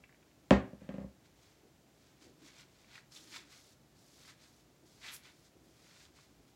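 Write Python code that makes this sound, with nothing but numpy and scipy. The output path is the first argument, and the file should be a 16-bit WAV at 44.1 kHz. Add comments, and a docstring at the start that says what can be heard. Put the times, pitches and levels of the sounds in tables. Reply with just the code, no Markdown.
"""A can of mousse is set down hard on a desk in a small room and rocks on its rim until it settles.
Each impact excites the damped modes of the desk, the can's thin wall and the room. Foamy palms then
rub together and scrunch wet curls four times: friction makes the strands rustle, pressure makes the
foam squelch and spurt between the fingers, and bursting bubbles ring briefly.
Sleeves flap softly over a quiet room hush."""
import sys
import numpy as np
from scipy import signal
from scipy.fft import rfft, irfft, next_fast_len
from scipy.io import wavfile

SR = 44100
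rng = np.random.default_rng(int(sys.argv[2]) if len(sys.argv) > 2 else 0)


def file_out(sig):
    """Save sig as 16-bit WAV at sys.argv[1]."""
    # one column per channel
    cols = np.atleast_2d(sig).T
    # limit, then scale
    lim = np.clip(cols, -1, 1)
    pcm = np.round(lim * 32767).astype(np.int16)
    wavfile.write(sys.argv[1], SR, pcm)


N = 288855
T = np.arange(N) / SR


def from_db(db):
    """Amplitude ratio: a factor of ten for every 20 dB."""
    return 10 ** (np.asarray(db) / 20)


def rms_one(x):
    """Normalisation to unit mean power."""
    return x / np.sqrt(np.mean(x ** 2) + 1e-20)


def at_hz(points, hz):
    """Interpolation of a table on a log-frequency axis."""
    knots, values = np.transpose(points)
    return np.interp(np.log(np.maximum(hz, 1)), np.log(knots), values)


def coloured(x, spectrum):
    """Minimum-phase filtering to the given spectrum, at unit power gain."""
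    size = 2 * next_fast_len(len(x) // 2 + 4096)
    hz = np.arange(size // 2 + 1) * SR / size
    gain = rms_one(from_db(at_hz(spectrum, hz)))
    cepstrum = irfft(np.log(gain))
    cepstrum[1:size // 2] *= 2   # folding onto positive time makes the filter causal
    cepstrum[size // 2 + 1:] = 0
    return irfft(rfft(x, size) * np.exp(rfft(cepstrum)))[:len(x)]


def drift(per_s):
    """Random modulation of unit power, joining per_s values a second."""
    return rms_one(np.interp(T * per_s, np.arange(4096), rng.standard_normal(4096)))


def click(s, db):
    """An ideal impulse excites all frequencies equally."""
    return from_db(db) * (np.arange(N) == round(s * SR))


def softened(x, hz):
    """Contact compliance spreads an impulse in time: a one-pole low-pass."""
    pole = np.exp(-2 * np.pi * hz / SR)
    return signal.lfilter([1 - pole], [1, -pole], x + 1e-18)


def ring(x, hz, t60):
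    """Damped oscillator: a unit impulse starts a decaying sine of height 1."""
    decay, angle = from_db(-60 / (t60 * SR)), 2 * np.pi * hz / SR
    return signal.lfilter([0, np.sin(angle)], [1, -2 * decay * np.cos(angle), decay * decay], x + 1e-18)


def swelling_ring(x, hz, t60):
    """Two resonators in cascade: the impulse response builds to height 1 before it decays."""
    return ring(ring(x, hz, t60), hz, t60) * 2 * np.e * np.log(1000) / (t60 * SR)


def grains(gain, per_s, spread_db, clump_db):
    """Shot noise: clumps of uneven snaps, both denser and louder under greater pressure."""
    chance = np.clip(per_s / SR * np.sqrt(gain / gain.max()), 1e-4, 1)
    sizes = from_db(spread_db * np.minimum(rng.exponential(1, N), 4))
    signs = rng.choice([-1, 1], N)
    snaps = rms_one(sizes * signs) * (rng.random(N) < chance) / np.sqrt(chance)
    clumps = rms_one(from_db(clump_db * drift(per_s=140)))
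    return gain * snaps * clumps


def room(x, wet_db, build_s):
    """Reverberation: dense reflections follow the direct sound and decay sooner in the treble."""
    # Reverberation time of the room. Each row: frequency in Hz, t60 in seconds.
    decay_times = [(100, .33), (500, 0.37), (2000, .31), (5000, 0.22), (8000, .2), (14000, 0.2)]
    t = T[:SR // 2]
    white = rfft(rng.standard_normal(len(t)))
    hz = np.arange(len(white)) * SR / len(t)
    edges = np.geomspace(100, 20000, 12)
    tail = 0
    for low, high in zip(edges, edges[1:]):
        band = irfft(white * ((hz >= low) & (hz < high)), len(t))
        t60 = at_hz(decay_times, np.sqrt(low * high))
        tail = tail + band * from_db(-60 * t / t60)
    tail *= 1 - np.exp(-t / build_s)
    return x + from_db(wet_db) * signal.fftconvolve(x, tail / np.linalg.norm(tail))[:N]


def room_hush():
    """Stationary noise, strongest in the bass, forms the ambient floor."""
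    # Spectrum of the hush. Each row: frequency in Hz, relative density in dB.
    spectrum = [(25, -27.5), (55, 1), (90, -4), (135, 2.5), (200, -4), (300, -1.5), (480, -9), (650, -9),
                (1100, -16.5), (2500, -19.5), (7400, -22.5), (8600, -27.5), (16000, -30)]
    return from_db(-66) * coloured(rng.standard_normal(N), spectrum)


def sleeves():
    """Air displacement: loose knit pushes out a dull puff at each swing of the arms."""
    # Flaps of the sleeves. Each row: centre in seconds, level in dB, Gaussian width in seconds.
    flaps = [(1.652, -61, .02), (2.273, -60, 0.039), (2.437, -63, 0.026), (3.33, -66.5, 0.1),
             (4.191, -67, 0.018), (4.845, -61, 0.01), (5.562, -60.5, 0.0096), (5.66, -68, 0.059),
             (6.399, -68.5, 0.034)]
    # Spectrum of a puff. Each row: frequency in Hz, relative density in dB.
    spectrum = [(60, -9), (150, -17), (300, 3), (420, -5), (700, -19.5), (2000, -52)]
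    swell = sum(from_db(db) * np.exp(-.5 * ((T - s) / width) ** 2) for s, db, width in flaps)
    return swell * coloured(rng.standard_normal(N), spectrum)


def bubble_pops(t60_cycles, crackle_db):
    """Bubble resonance: each burst rings for a few cycles and sets off its neighbours."""
    # Bubble clusters, sticky fingers letting go, and foam ringing in the cupped hollow of the hand in the
    # wettest presses. Each row: start in seconds, level in dB, pitch in Hz, crackle time constant in seconds.
    bursts = [(0.0384, -49.5, 2490, 0.0057), (0.093, -56.5, 1900, 0.0045), (0.126, -55.5, 2300, .002),
              (0.145, -59, 2180, 0.0046), (0.228, -59, 2430, 0.0024), (0.315, -60.5, 2900, 0.0015),
              (2.845, -57, 2510, 0.0025), (2.955, -49, 2360, 0.0069), (2.979, -50, 1900, 0.005),
              (3.122, -47.5, 4830, 0.0072), (3.15, -49, 6540, 0.0059), (3.16, -50, 3520, 0.023),
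              (5.044, -49, 2250, 0.057), (5.08, -46.5, 3300, 0.032), (5.255, -57.5, 2350, 0.036),
              (5.165, -43.5, 4900, 0.00091), (6.0537, -48.5, 3580, 0.00043), (6.188, -59.5, 1300, 0.0043)]
    out = 0
    for s, db, hz, crackle_s in bursts:
        fade = (T > s) * np.exp(-np.minimum(abs(T - s) / crackle_s, 30))
        neighbours = from_db(crackle_db) * rng.standard_normal(N) * fade
        out = out + from_db(db) * swelling_ring(click(s, 0) + neighbours, hz, t60_cycles / hz)
    return out


def press(peak_s, swell_s, fade_s, roundness=1.53):
    """Pressure envelope, rising to a peak and easing off: roundness 1 is pointed, 2 a bell."""
    distance = np.maximum((peak_s - T) / swell_s, (T - peak_s) / fade_s)
    return np.exp(-np.minimum(distance, 10) ** roundness)


def slide(start_s, end_s, db, growth_db_per_s, attack_s=0.0068, release_s=0.012):
    """Friction envelope: it sets in at the touch, grows or wanes, and dies when contact ends."""
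    contact_s = np.clip(T, start_s, end_s) - start_s
    outside = np.maximum(start_s - T, 0) / attack_s + np.maximum(T - end_s, 0) / release_s
    return from_db(db + growth_db_per_s * contact_s) * np.exp(-np.minimum(outside, 20))


def hand_work():
    """Compression and friction set the envelopes of squish, rustle and spurt."""
    # Presses, palm on palm and then in the curls.
    # Each row: peak in seconds, rustle in dB, squish in dB, swell in seconds, fade in seconds.
    presses = [(1.26, -71, -71, .015, .015), (1.44, -69, -70, 0.087, 0.13),
               (2.07, -71.5, -73.5, 0.13, 0.085), (2.23, -62, -64, 0.023, 0.055),
               (2.48, -60, -59.5, 0.058, 0.023), (2.604, -60, -59, 0.072, 0.028),
               (2.81, -69, -72, 0.13, 0.053), (2.965, -60, -57.5, 0.065, .035),
               (3.165, -59, -70.5, 0.034, 0.046), (3.361, -52.5, -49.5, 0.047, 0.046),
               (3.53, -64.5, -62.5, 0.059, 0.05), (4.29, -64.5, -59, 0.06, 0.04),
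               (4.434, -67.5, -66.5, 0.052, 0.031), (5.07, -54, -48, 0.037, 0.066),
               (5.26, -69.5, -58.5, 0.027, 0.045), (5.46, -68, -84, 0.028, .02),
               (5.87, -76.5, -65.5, 0.075, 0.066), (6.03, -66.5, -66.5, 0.11, 0.051),
               (6.18, -66, -66.5, 0.032, 0.063), (6.485, -73, -77, .015, .025)]
    # Curls slide through the fingers, once up and once down per scrunch.
    # Each row: start in seconds, end in seconds, rustle in dB, growth in dB per second.
    slides = [(3.121, 3.373, -61.5, -7), (3.51, 3.731, -65, 1), (3.96, 4.308, -69.5, 21.5),
              (4.414, 4.62, -69, -7), (4.86, 5.16, -68.5, -1), (5.237, 5.48, -69.5, -18),
              (5.64, 6.06, -73, 6), (6.16, 6.538, -76, -20)]
    rustle = sum(slide(*row) for row in slides)
    squish = from_db(-12) * rustle   # foam on the sliding strands
    # The hardest clench adds a squirt of foam between the fingers.
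    spurt = squish + from_db(-50) * press(peak_s=5.146, swell_s=0.023, fade_s=0.023)
    for s, rustle_db, squish_db, swell_s, fade_s in presses:
        pressure = press(s, swell_s, fade_s)
        squish = squish + from_db(squish_db) * pressure
        rustle = rustle + from_db(rustle_db) * pressure
    return squish, rustle, spurt


def scrunching():
    """Filtered shot noise: wet foam crackles low, strands crackle high, escaping foam fizzes on top."""
    # Spectra of foam, strands and fizz. Each row: frequency in Hz, relative density in dB.
    foam_spectrum = [(300, -27), (700, -16), (950, -4), (1150, -5), (1450, 0), (1750, -2.5), (2200, 1.5),
                     (2800, -4), (3500, -1), (4500, -4.5), (8000, -40.5)]
    strand_spectrum = [(500, -12.5), (1200, -7.5), (2400, -10.5), (3500, -1.5), (5000, 2), (7400, -2),
                       (8800, -8), (12000, -17), (16000, -20.5)]
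    fizz_spectrum = [(2000, -37.5), (5000, -7), (8000, -8.5), (11000, -3.5), (13000, -9), (16000, -17)]
    squish, rustle, spurt = hand_work()
    foam = coloured(grains(squish, per_s=3500, spread_db=-0.5, clump_db=2), foam_spectrum)
    strands = coloured(grains(rustle, per_s=8000, spread_db=1.5, clump_db=1), strand_spectrum)
    fizz = coloured(grains(spurt, per_s=10000, spread_db=2.5, clump_db=2), fizz_spectrum)
    return from_db(-2) * foam + from_db(-3.22) * strands + from_db(-0.5) * fizz


def can_on_desk():
    """Modal response to impact: hard blows excite a wide band, gentle rocking mainly the low modes."""
    # Impacts of the can. Each row: time in seconds, thump in dB, contact cutoff in Hz, rim click in dB.
    blows = [(.508, -13, 2480, 1), (0.5107, 1, 1500, -13), (.5263, -11, 1040, -15), (0.7323, -27, 230, -37),
             (0.8183, -33.5, 230, -48), (0.8912, -24, 552, -23.5), (0.9419, -23, 278, -26.5),
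             (0.983, -22, 280, -27.5), (1.0133, -26, 220, -48), (1.044, -22.5, 150, -50)]
    # Modes of the loaded desk, the can's metal wall and the room's lowest standing waves.
    # Each row: frequency in Hz, gain in dB, t60 in seconds.
    desk_modes = [(168, -31, 0.2), (199.4, -17, .21), (252, -16.5, 0.074), (267.8, -23, 0.21),
                  (304, -24, 0.13), (384, -24.5, 0.13), (529, -28, .22), (554, -11.5, .05),
                  (602, -22, 0.12), (728.4, -28, .18), (827, -30, .17), (920, -35, .16), (970, -32, 0.14),
                  (1044, -34, .17), (1109, -33, 0.21)]
    wall_modes = [(1636, -40.5, .16), (1775, -35.5, 0.069), (1846, -38, .18), (2322, -41, 0.11),
                  (2560, -41, 0.1), (2806, -33, .06), (3150, -33.5, .05)]
    room_modes = [(68.3, -32, 0.14), (86, -42, 0.18), (115.7, -43.5, 0.26), (131.5, -45, .18)]
    # Spectrum of the rim's click. Each row: frequency in Hz, relative density in dB.
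    click_spectrum = [(150, -21.5), (400, -2), (800, -1), (1400, -3.5), (2000, -3), (3200, -10.5),
                      (4100, -14.5), (5600, -19), (7600, -20.5), (8500, -32.5), (16000, -44)]
    push, rim = 0, 0
    for s, thump_db, cutoff_hz, click_db in blows:
        push = push + softened(click(s, thump_db), cutoff_hz)
        rim = rim + softened(click(s, click_db), 4 * cutoff_hz)   # the rim is harder than the base
    # The rim rolls over the wood between the touches.
    rolling = slide(start_s=0.8, end_s=1.01, db=-68, growth_db_per_s=12)
    grind = grains(rolling, per_s=3400, spread_db=5, clump_db=2)
    push = push + from_db(-2.5) * softened(grind, hz=300)
    desk = sum(ring(push, hz, t60) * from_db(db) for hz, db, t60 in desk_modes)
    # A small desktop radiates the bass poorly.
    desk = signal.sosfilt(signal.butter(3, 130, "high", fs=SR, output="sos"), desk)
    wall = sum(ring(rim, hz, t60) * from_db(db) for hz, db, t60 in wall_modes)
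    boom = sum(swelling_ring(push, hz, t60) * from_db(db) for hz, db, t60 in room_modes)
    crack = from_db(-3.5) * coloured(rim + grind, click_spectrum)
    return room(desk + wall, wet_db=-15, build_s=0.0082) + boom + room(crack, wet_db=-1, build_s=0.0033)


def scene():
    """Superposition: can, hands and sleeves add to the steady hush of one small room."""
    hands = scrunching() + bubble_pops(t60_cycles=5.8, crackle_db=-17)
    hands = room(hands, wet_db=-11, build_s=.004)
    hush = room_hush()
    return (can_on_desk() + hands + sleeves() + hush)[None]


def record(dry):
    """Band limiting and soft saturation: the microphone drops deep bass and top treble, rounds peaks."""
    bass_cut_hz, treble_cut_hz, ceiling = 45, 15900, .6
    thin = signal.sosfilt(signal.butter(4, bass_cut_hz, "high", fs=SR, output="sos"), dry)
    rounded = ceiling * np.tanh(thin / ceiling)
    return signal.sosfilt(signal.ellip(10, .2, 70, treble_cut_hz, fs=SR, output="sos"), rounded)


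dry = scene()
out = record(dry)
file_out(out)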